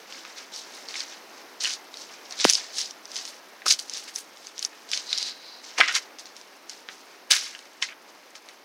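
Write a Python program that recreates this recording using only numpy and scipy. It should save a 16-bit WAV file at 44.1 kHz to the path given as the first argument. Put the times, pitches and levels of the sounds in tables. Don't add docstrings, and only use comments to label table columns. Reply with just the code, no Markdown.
import sys
import numpy as np
from scipy import signal
from scipy.fft import rfft, irfft, next_fast_len
from scipy.io import wavfile
from scipy.ndimage import map_coordinates

SR = 44100
rng = np.random.default_rng(int(sys.argv[2]) if len(sys.argv) > 2 else 0)


def materialize(psi):
    bounded = np.clip(np.atleast_2d(psi).T, -1, 1)
    quanta = np.round(bounded * 32767).astype(np.int16)
    wavfile.write(sys.argv[1], SR, quanta)


N = 381405

# time in seconds, level in dB.
HUSH_LEVELS = [(0.0, -43.5), (2.5, -44), (8.65, -47)]
# frequency in Hz, relative spectral density in dB.
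HUSH_SPECTRUM = [(30, 9.5), (150, 4), (300, 10.5), (850, 7.5), (2300, -3.5), (3300, -11), (5400, -10),
                 (7200, -24), (15000, 3.5), (20000, -18.5)]
# frequency in Hz, time to fall 60 dB in seconds.
REVERB_TIMES = [(300, 0.11), (2000, 0.073), (6000, 0.024), (14000, 0.084)]
# start in seconds, level in dB, time to fall to 1/e in seconds.
BODY_KNOCKS = [(2.451, 3, 0.0032), (3.659, -21, 0.0013), (5.786, -37, .001), (7.306, -24, .0015)]
# time in seconds, level in dB.
SLIDE_LEVELS = [(5.0, -99), (5.06, -49), (5.1, -36), (5.28, -36), (5.39, -54.5), (5.47, -47.5), (5.6, -51),
                (5.7, -78)]
# frequency in Hz, relative gain in dB.
TREAD_RESPONSE = [(2000, -24), (3600, -12), (4100, 0), (4400, -8), (4730, -4), (5300, -11), (8000, -24)]
# frequency in Hz, relative level in dB, time to fall 60 dB in seconds.
SHARD_MODES = [(1906, 0, .045), (2046, -4, .04), (3354, -9, .025), (1740, -10, .03), (2300, -10, .03)]
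# start in seconds, level in dB.
SHARD_KICKS = [(5.806, -14), (5.834, -22), (5.882, -24), (7.827, -18)]
# start in seconds, relative level in dB,
# pitch in Hz, nominal decay in cycles, of which each part of the sound takes a fraction.
SNAPS_AND_KNOCKS = [(0.1247, -26, 3700, 2.7), (0.251, -25, 2060, 0.94), (0.8864, -23.5, 4700, 5.1),
                    (0.942, -20, 3080, 1.6), (0.9555, -21.5, 2080, 2.3), (1.0052, -16, 4570, 2.2),
                    (1.6387, -8.5, 6800, 2.1), (1.647, -9.5, 4160, 2.4), (1.655, -14.5, 2960, 5.9),
                    (1.674, -11, 5150, 1.1), (1.707, -17, 4980, 2.1), (1.7367, -17, 5500, 5.6),
                    (1.9415, -25.5, 4600, 3.8), (1.9713, -25, 5000, 3.8), (2.3093, -24, 5300, 3.4),
                    (2.324, -20.5, 5330, 5.2), (2.4, -14, 3950, 2.1), (2.4428, -9, 5200, 1.2),
                    (2.445, -1, 3930, 1.6), (2.4511, 0, 10000, 0.92), (2.4928, -4, 5440, 2.3),
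                    (2.498, 1, 5600, 3.1), (2.504, -21, 5080, 2.1), (2.5265, -10, 5930, 5),
                    (2.5348, -6, 5770, 7), (2.5472, -15, 5200, 7.7), (2.5527, -8.5, 4780, 15),
                    (2.6001, -26, 4380, 0.92), (2.7839, -11, 5850, 2), (2.814, -18, 5670, 9.2),
                    (2.9094, -22.5, 5740, 3.4), (3.117, -28, 5300, 7.5), (3.055, -26, 5370, 4.5),
                    (3.1582, -17.5, 5070, 2.1), (3.166, -14, 5300, 1.7), (3.2528, -18.5, 5930, 2.2),
                    (3.2771, -24, 4800, 2.3), (3.6195, -29.5, 2040, 3.2), (3.664, -13, 1200, 2),
                    (3.6666, -20, 5190, 0.71), (3.674, -17, 4520, 1.6), (3.682, -7, 5140, 4.2),
                    (3.706, -5, 4600, 3.9), (3.71, -0.5, 4770, 2.3), (3.724, -6, 5430, 6),
                    (3.7372, -13, 4500, 3), (3.7928, -15.5, 5070, 2.2), (3.7983, -16, 6960, 2.1),
                    (3.897, -17.5, 5970, 3.8), (3.937, -16, 6300, 3.1), (3.9726, -17.5, 5330, 2.5),
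                    (4.1597, -15.5, 6100, 9.5), (4.372, -32, 5530, 2.3), (4.47, -21.5, 6150, 1.6),
                    (4.5801, -21.5, 5450, 2.2), (4.5928, -15, 6330, 4.5), (4.6273, -13.5, 5200, 3.7),
                    (4.649, -9, 6100, 4.4), (4.916, -11, 5530, 1.5), (4.9338, -12, 2830, 5.5),
                    (4.975, -12, 5000, 2.3), (5.1295, -7.5, 4020, 3.3), (5.177, -14, 5370, 4.8),
                    (5.183, -12, 5660, 4.8), (5.228, -13, 4950, 3.6), (5.785, -16, 820, 2.4),
                    (5.786, -15, 2500, 1.1), (5.798, -12.5, 750, 4.7), (5.8045, -3, 2410, 1.9),
                    (5.808, -5, 2100, 1.2), (5.811, 0.5, 1790, 3.2), (5.834, -11, 1930, 2.4),
                    (5.8437, -20, 2040, 2.8), (5.883, -20, 2470, 2.8), (5.9516, -9.5, 5000, 1.3),
                    (6.1866, -28, 5050, 2.8), (6.195, -27, 5300, 4), (6.2566, -28, 5110, 3.1),
                    (6.366, -28, 5500, 2.5), (6.4136, -30, 5000, 2.2), (6.6958, -19.5, 6300, 3.9),
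                    (6.8879, -20, 2000, 0.7), (7.311, -3, 4400, 3), (7.3189, 2, 4640, 1.25),
                    (7.3651, -9, 4400, 1.3), (7.55, -25, 2500, 1.8), (7.591, -25, 5000, 0.82),
                    (7.8246, -12, 2870, 2.4), (8.3535, -28.5, 3200, 1), (8.4878, -28.5, 4580, 1.4)]
# time of reaching full load in seconds,
# rise, hold and fall in seconds, levels of grit, chips and dust in dB.
SOLE_PRESSES = [(0.101, 0.016, .085, .08, -47, -50.5, -58), (0.299, 0.15, 0.0073, 0.14, -48.5, -52, -62),
                (0.377, 0.03, 0.014, 0.1, -42.5, -46, -55), (0.537, 0.026, 0.035, .13, -39, -91, -46),
                (0.742, 0.074, 0.023, 0.39, -49, -56, -51), (0.898, 0.029, 0.0035, .1, -41.5, -46.5, -54),
                (0.953, 0.034, 0.064, .1, -38, -45, -55), (1.119, 0.066, 0.0035, 0.082, -44.5, -47.5, -69),
                (1.383, 0.16, 0.023, 0.059, -52.5, -55, -64), (1.605, 0.0069, .135, 0.04, -33, -51, -43),
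                (1.652, 0.035, 0.026, 0.073, -48, -35.5, -55), (2.005, 0.11, 0, 0.13, -42.5, -63, -47),
                (2.14, 0.077, 0, 0.11, -50, -51, -65), (2.255, 0.031, 0, 0.035, -47, -60, -60),
                (2.323, 0.059, 0, .1, -43.5, -49, -56), (2.41, .06, 0.091, .03, -29.5, -40, -55),
                (2.448, 0.0091, 0.008, .05, -36, -33, -30), (2.501, 0.041, 0.0088, .012, -27, -33.5, -25),
                (2.55, 0.11, 0, 0.048, -28, -60, -34), (2.574, .03, 0.0017, 0.16, -35.5, -42.5, -58),
                (2.788, 0.063, 0, 0.11, -28, -45.5, -33.5), (3.167, 0.083, 0.021, 0.071, -36, -46, -47),
                (3.281, 0.22, 0, .12, -43.5, -53, -43), (3.661, 0.0036, 0.046, 0.058, -27.5, -40, -28.5),
                (3.704, 0.022, 0.014, 0.027, -19.5, -39, -20),
                (3.79, 0.004, 0.0011, 0.059, -40, -52, -31.5), (3.958, 0.12, 0.011, .15, -38.5, -49.5, -42),
                (4.077, .01, 0.017, .06, -46, -46, -45.5), (4.156, 0.031, 0.033, 0.051, -47, -52, -35),
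                (4.472, 0.15, 0, 0.078, -50, -64, -49.5), (4.6, 0.089, 0.029, 0.091, -46, -51, -52),
                (4.627, .01, 0, 0.046, -42, -50, -32), (4.891, 0.008, 0, .05, -42, -63, -49),
                (4.937, 0.032, 0, 0.12, -28.5, -41.5, -43), (5.128, 0.12, 0.16, .047, -38.5, -46, -45),
                (5.641, 0.017, 0.052, 0.28, -45.5, -55, -65),
                (5.783, 0.0097, 0.024, .03, -30.5, -26.5, -35), (5.836, 0.047, 0, 0.072, -36, -24, -58),
                (5.878, 0.009, 0.018, 0.048, -32.5, -26.5, -53), (5.926, .04, 0.029, .03, -38, -41, -45),
                (5.95, 0.012, 0.017, 0.033, -25, -28.5, -30), (6.013, .006, 0.017, 0.047, -48, -53, -64),
                (6.19, 0.0077, 0.011, .05, -44, -54, -47), (6.262, 0.025, 0, 0.097, -49, -65, -61),
                (6.37, 0.025, 0.0022, 0.094, -50, -57, -52), (6.699, 0.028, 0.018, .15, -45.5, -53.5, -51),
                (6.888, 0.0054, 0, 0.037, -53, -40, -62), (6.92, 0.058, 0.0065, 0.21, -51, -57, -53),
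                (7.308, 0.0061, 0.023, 0.048, -22.5, -24.5, -21), (7.339, 0.018, 0, 0.18, -27.5, -33, -32),
                (7.53, 0.068, 0.022, 0.17, -62, -53, -53),
                (7.824, 0.0073, 0.0029, 0.051, -27.5, -32.5, -50),
                (7.887, 0.011, 0.037, 0.022, -58, -43.5, -58), (8.094, .02, 0, 0.027, -50, -58, -61),
                (8.357, 0.011, 0, 0.052, -47, -51, -48), (8.489, 0.0092, 0, 0.041, -55, -46.5, -48.5)]
# frequency in Hz, gain in dB.
MIC_RESPONSE = [(20, -51), (100, -27), (200, -10.5), (300, -7), (3000, 1.5), (6400, 2), (6950, -2.5),
                (10000, -7), (16000, -22.5)]

SWING_DB = 20
REST_DB, REST_SINK_DB_PER_S = (-56.5, -57, -59.5), (0.84, .5, 0.4)


def amp(db):
    return 10 ** (np.asarray(db) / 20)


def unit(x):
    return x / np.sqrt(np.mean(x ** 2) + 1e-20)


def along(points, hz):
    knots_hz, values = np.transpose(points)
    return np.interp(np.log(hz + 1), np.log(knots_hz + 1), values)


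def per_sample(times, values):
    return np.interp(np.arange(N) / SR, times, values)


def wobble(rate):
    knots = rng.standard_normal(int(N * rate / SR) + 4)
    return map_coordinates(knots, [np.arange(N) * rate / SR])


def coloured(x, points):
    size = 2 * next_fast_len(N // 2 + SR // 4)
    gain = amp(along(points, np.fft.rfftfreq(size, 1 / SR)))
    cepstrum = irfft(np.log(gain), size)
    cepstrum[1:size // 2] *= 2
    cepstrum[size // 2 + 1:] = 0
    return irfft(rfft(x, size) * np.exp(rfft(cepstrum)), size)[..., :N]


def pings(starts, gain, hz, cycles, samples):
    turns = np.arange(samples) / SR * hz[:, None]
    attack = (1 - np.exp(-turns / 0.37)) ** 2
    shape = np.sin(2 * np.pi * turns) * np.exp(-turns / cycles[:, None]) * attack
    shape /= np.abs(shape).max(axis=1, keepdims=True)
    index = (starts * SR).astype(int)[:, None] + np.arange(samples)
    return np.bincount(index.ravel(), (gain[:, None] * shape).ravel(), N + samples)[:N]


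def grains(count, samples, hz, spread, cycles, scatter_db, clump_db):
    when, sign, rarity = rng.random((count, 3)).T
    pitch = np.clip(hz * np.exp(spread * rng.standard_normal(count)), 300, SR * .4)
    size_db = np.minimum(-np.log(rarity), 5) * scatter_db
    gain = np.sign(sign - .5) * amp(size_db) * np.sqrt(pitch / hz)
    crackle = pings(when * (N - 1) / SR, gain, pitch, np.full(count, cycles), samples)
    return unit(crackle * amp(clump_db * wobble(160)))


def outdoor_hush():
    air = unit(coloured(rng.standard_normal(N), HUSH_SPECTRUM))
    level_db = per_sample(*np.transpose(HUSH_LEVELS))
    waver_db = .5 * wobble(3) + .7 * wobble(30)
    return amp(level_db + waver_db) * air


def wall_reverb(x):
    hz, t, spectra = signal.stft(rng.standard_normal(SR // 2), SR, nperseg=256)
    decay = amp(-60 * t / along(REVERB_TIMES, hz)[:, None])
    tail = signal.istft(spectra * decay, SR, nperseg=256)[1]
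    delayed = np.pad(x, (90, 0))
    return signal.fftconvolve(delayed, tail / np.linalg.norm(tail))[:N]


def camera_thuds():
    out, t = np.zeros(N + SR), np.arange(SR // 20) / SR
    sweep = np.sin(174 * np.sqrt(t))
    for start, db, decay_s in BODY_KNOCKS:
        out[round(start * SR):][:len(t)] += amp(db) * sweep * np.exp(-t / decay_s)
    return out[:N]


def sole_slide():
    sand = grains(count=60000, samples=32, hz=4400, spread=.2, cycles=.8, scatter_db=2.2, clump_db=1.2)
    level_db = per_sample(*np.transpose(SLIDE_LEVELS))
    return amp(level_db) * unit(coloured(sand, TREAD_RESPONSE))


def tile_shard():
    out, t = np.zeros(N + SR), np.arange(SR // 4) / SR
    attack = 1 - np.exp(-t / 0.00074)
    for start, db in SHARD_KICKS:
        ring = sum(amp(mode_db + rng.normal(0, 2.5) - 60 * t / t60) * np.sin(2 * np.pi * hz * t)
                   for hz, mode_db, t60 in SHARD_MODES)
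        out[round(start * SR):][:len(t)] += amp(db) * ring * attack
    return out[:N]


def snaps_and_knocks():
    starts, db, hz, cycles = np.transpose(SNAPS_AND_KNOCKS)
    out = pings(starts, amp(db + 0.5), hz, 0.24 * cycles, samples=400)
    edge_hz = np.minimum(1.72 * hz, SR / 3)
    out += pings(starts, amp(db - 9.5), edge_hz, 0.87 * cycles, samples=64)
    for lag, detune in rng.standard_normal((len(starts), 2, 2)).T:
        later = starts + .0003 + .0006 * np.abs(lag)
        out += pings(later, amp(db - 5.5), hz * np.exp(0.098 * detune), 0.42 * cycles, samples=400)
    return out


def sole_load():
    hop = 32
    t = np.arange(N // hop + 2) * hop / SR
    full_at, rise, hold, fall, *levels_db = np.transpose(SOLE_PRESSES)[..., None]
    rising = np.maximum(full_at - t, 0) / rise
    falling = np.maximum(t - full_at - np.abs(hold), 0) / fall
    shape_db = -SWING_DB * (rising + falling)
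    power = [per_sample(t, (amp(db + shape_db) ** 2).sum(axis=0)) for db in levels_db]
    rest_db = [per_sample(t, db - sink * t) for db, sink in zip(REST_DB, REST_SINK_DB_PER_S)]
    waver_db = 1.5 * wobble(8.7)
    return np.sqrt(power + amp(rest_db + waver_db) ** 2)


def crunch():
    grit_gain, chips_gain, dust_gain = sole_load()
    grit = grains(count=40000, samples=64, hz=5310, spread=.22, cycles=1.9, scatter_db=2, clump_db=1.7)
    chips = grains(count=26000, samples=128, hz=2153, spread=.3, cycles=1.8, scatter_db=1.94, clump_db=2.2)
    dust = grains(count=60000, samples=32, hz=9800, spread=.39, cycles=.92, scatter_db=2.5, clump_db=3.5)
    return grit_gain * grit + chips_gain * chips + dust_gain * dust


def scene():
    steps = crunch() + snaps_and_knocks() + tile_shard() + sole_slide()
    return (steps + amp(-7.5) * wall_reverb(steps) + camera_thuds() + outdoor_hush())[None]


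def record(dry):
    rumble_hz, top_hz = 110, 16400
    x = coloured(dry, MIC_RESPONSE)
    x = x / (1 + np.abs(x) ** 8) ** (1 / 8)
    x = signal.sosfilt(signal.butter(2, rumble_hz, "highpass", fs=SR, output="sos"), x)
    return irfft(rfft(x) * (np.fft.rfftfreq(N, 1 / SR) < top_hz), N)


dry = scene()
out = record(dry)
materialize(out)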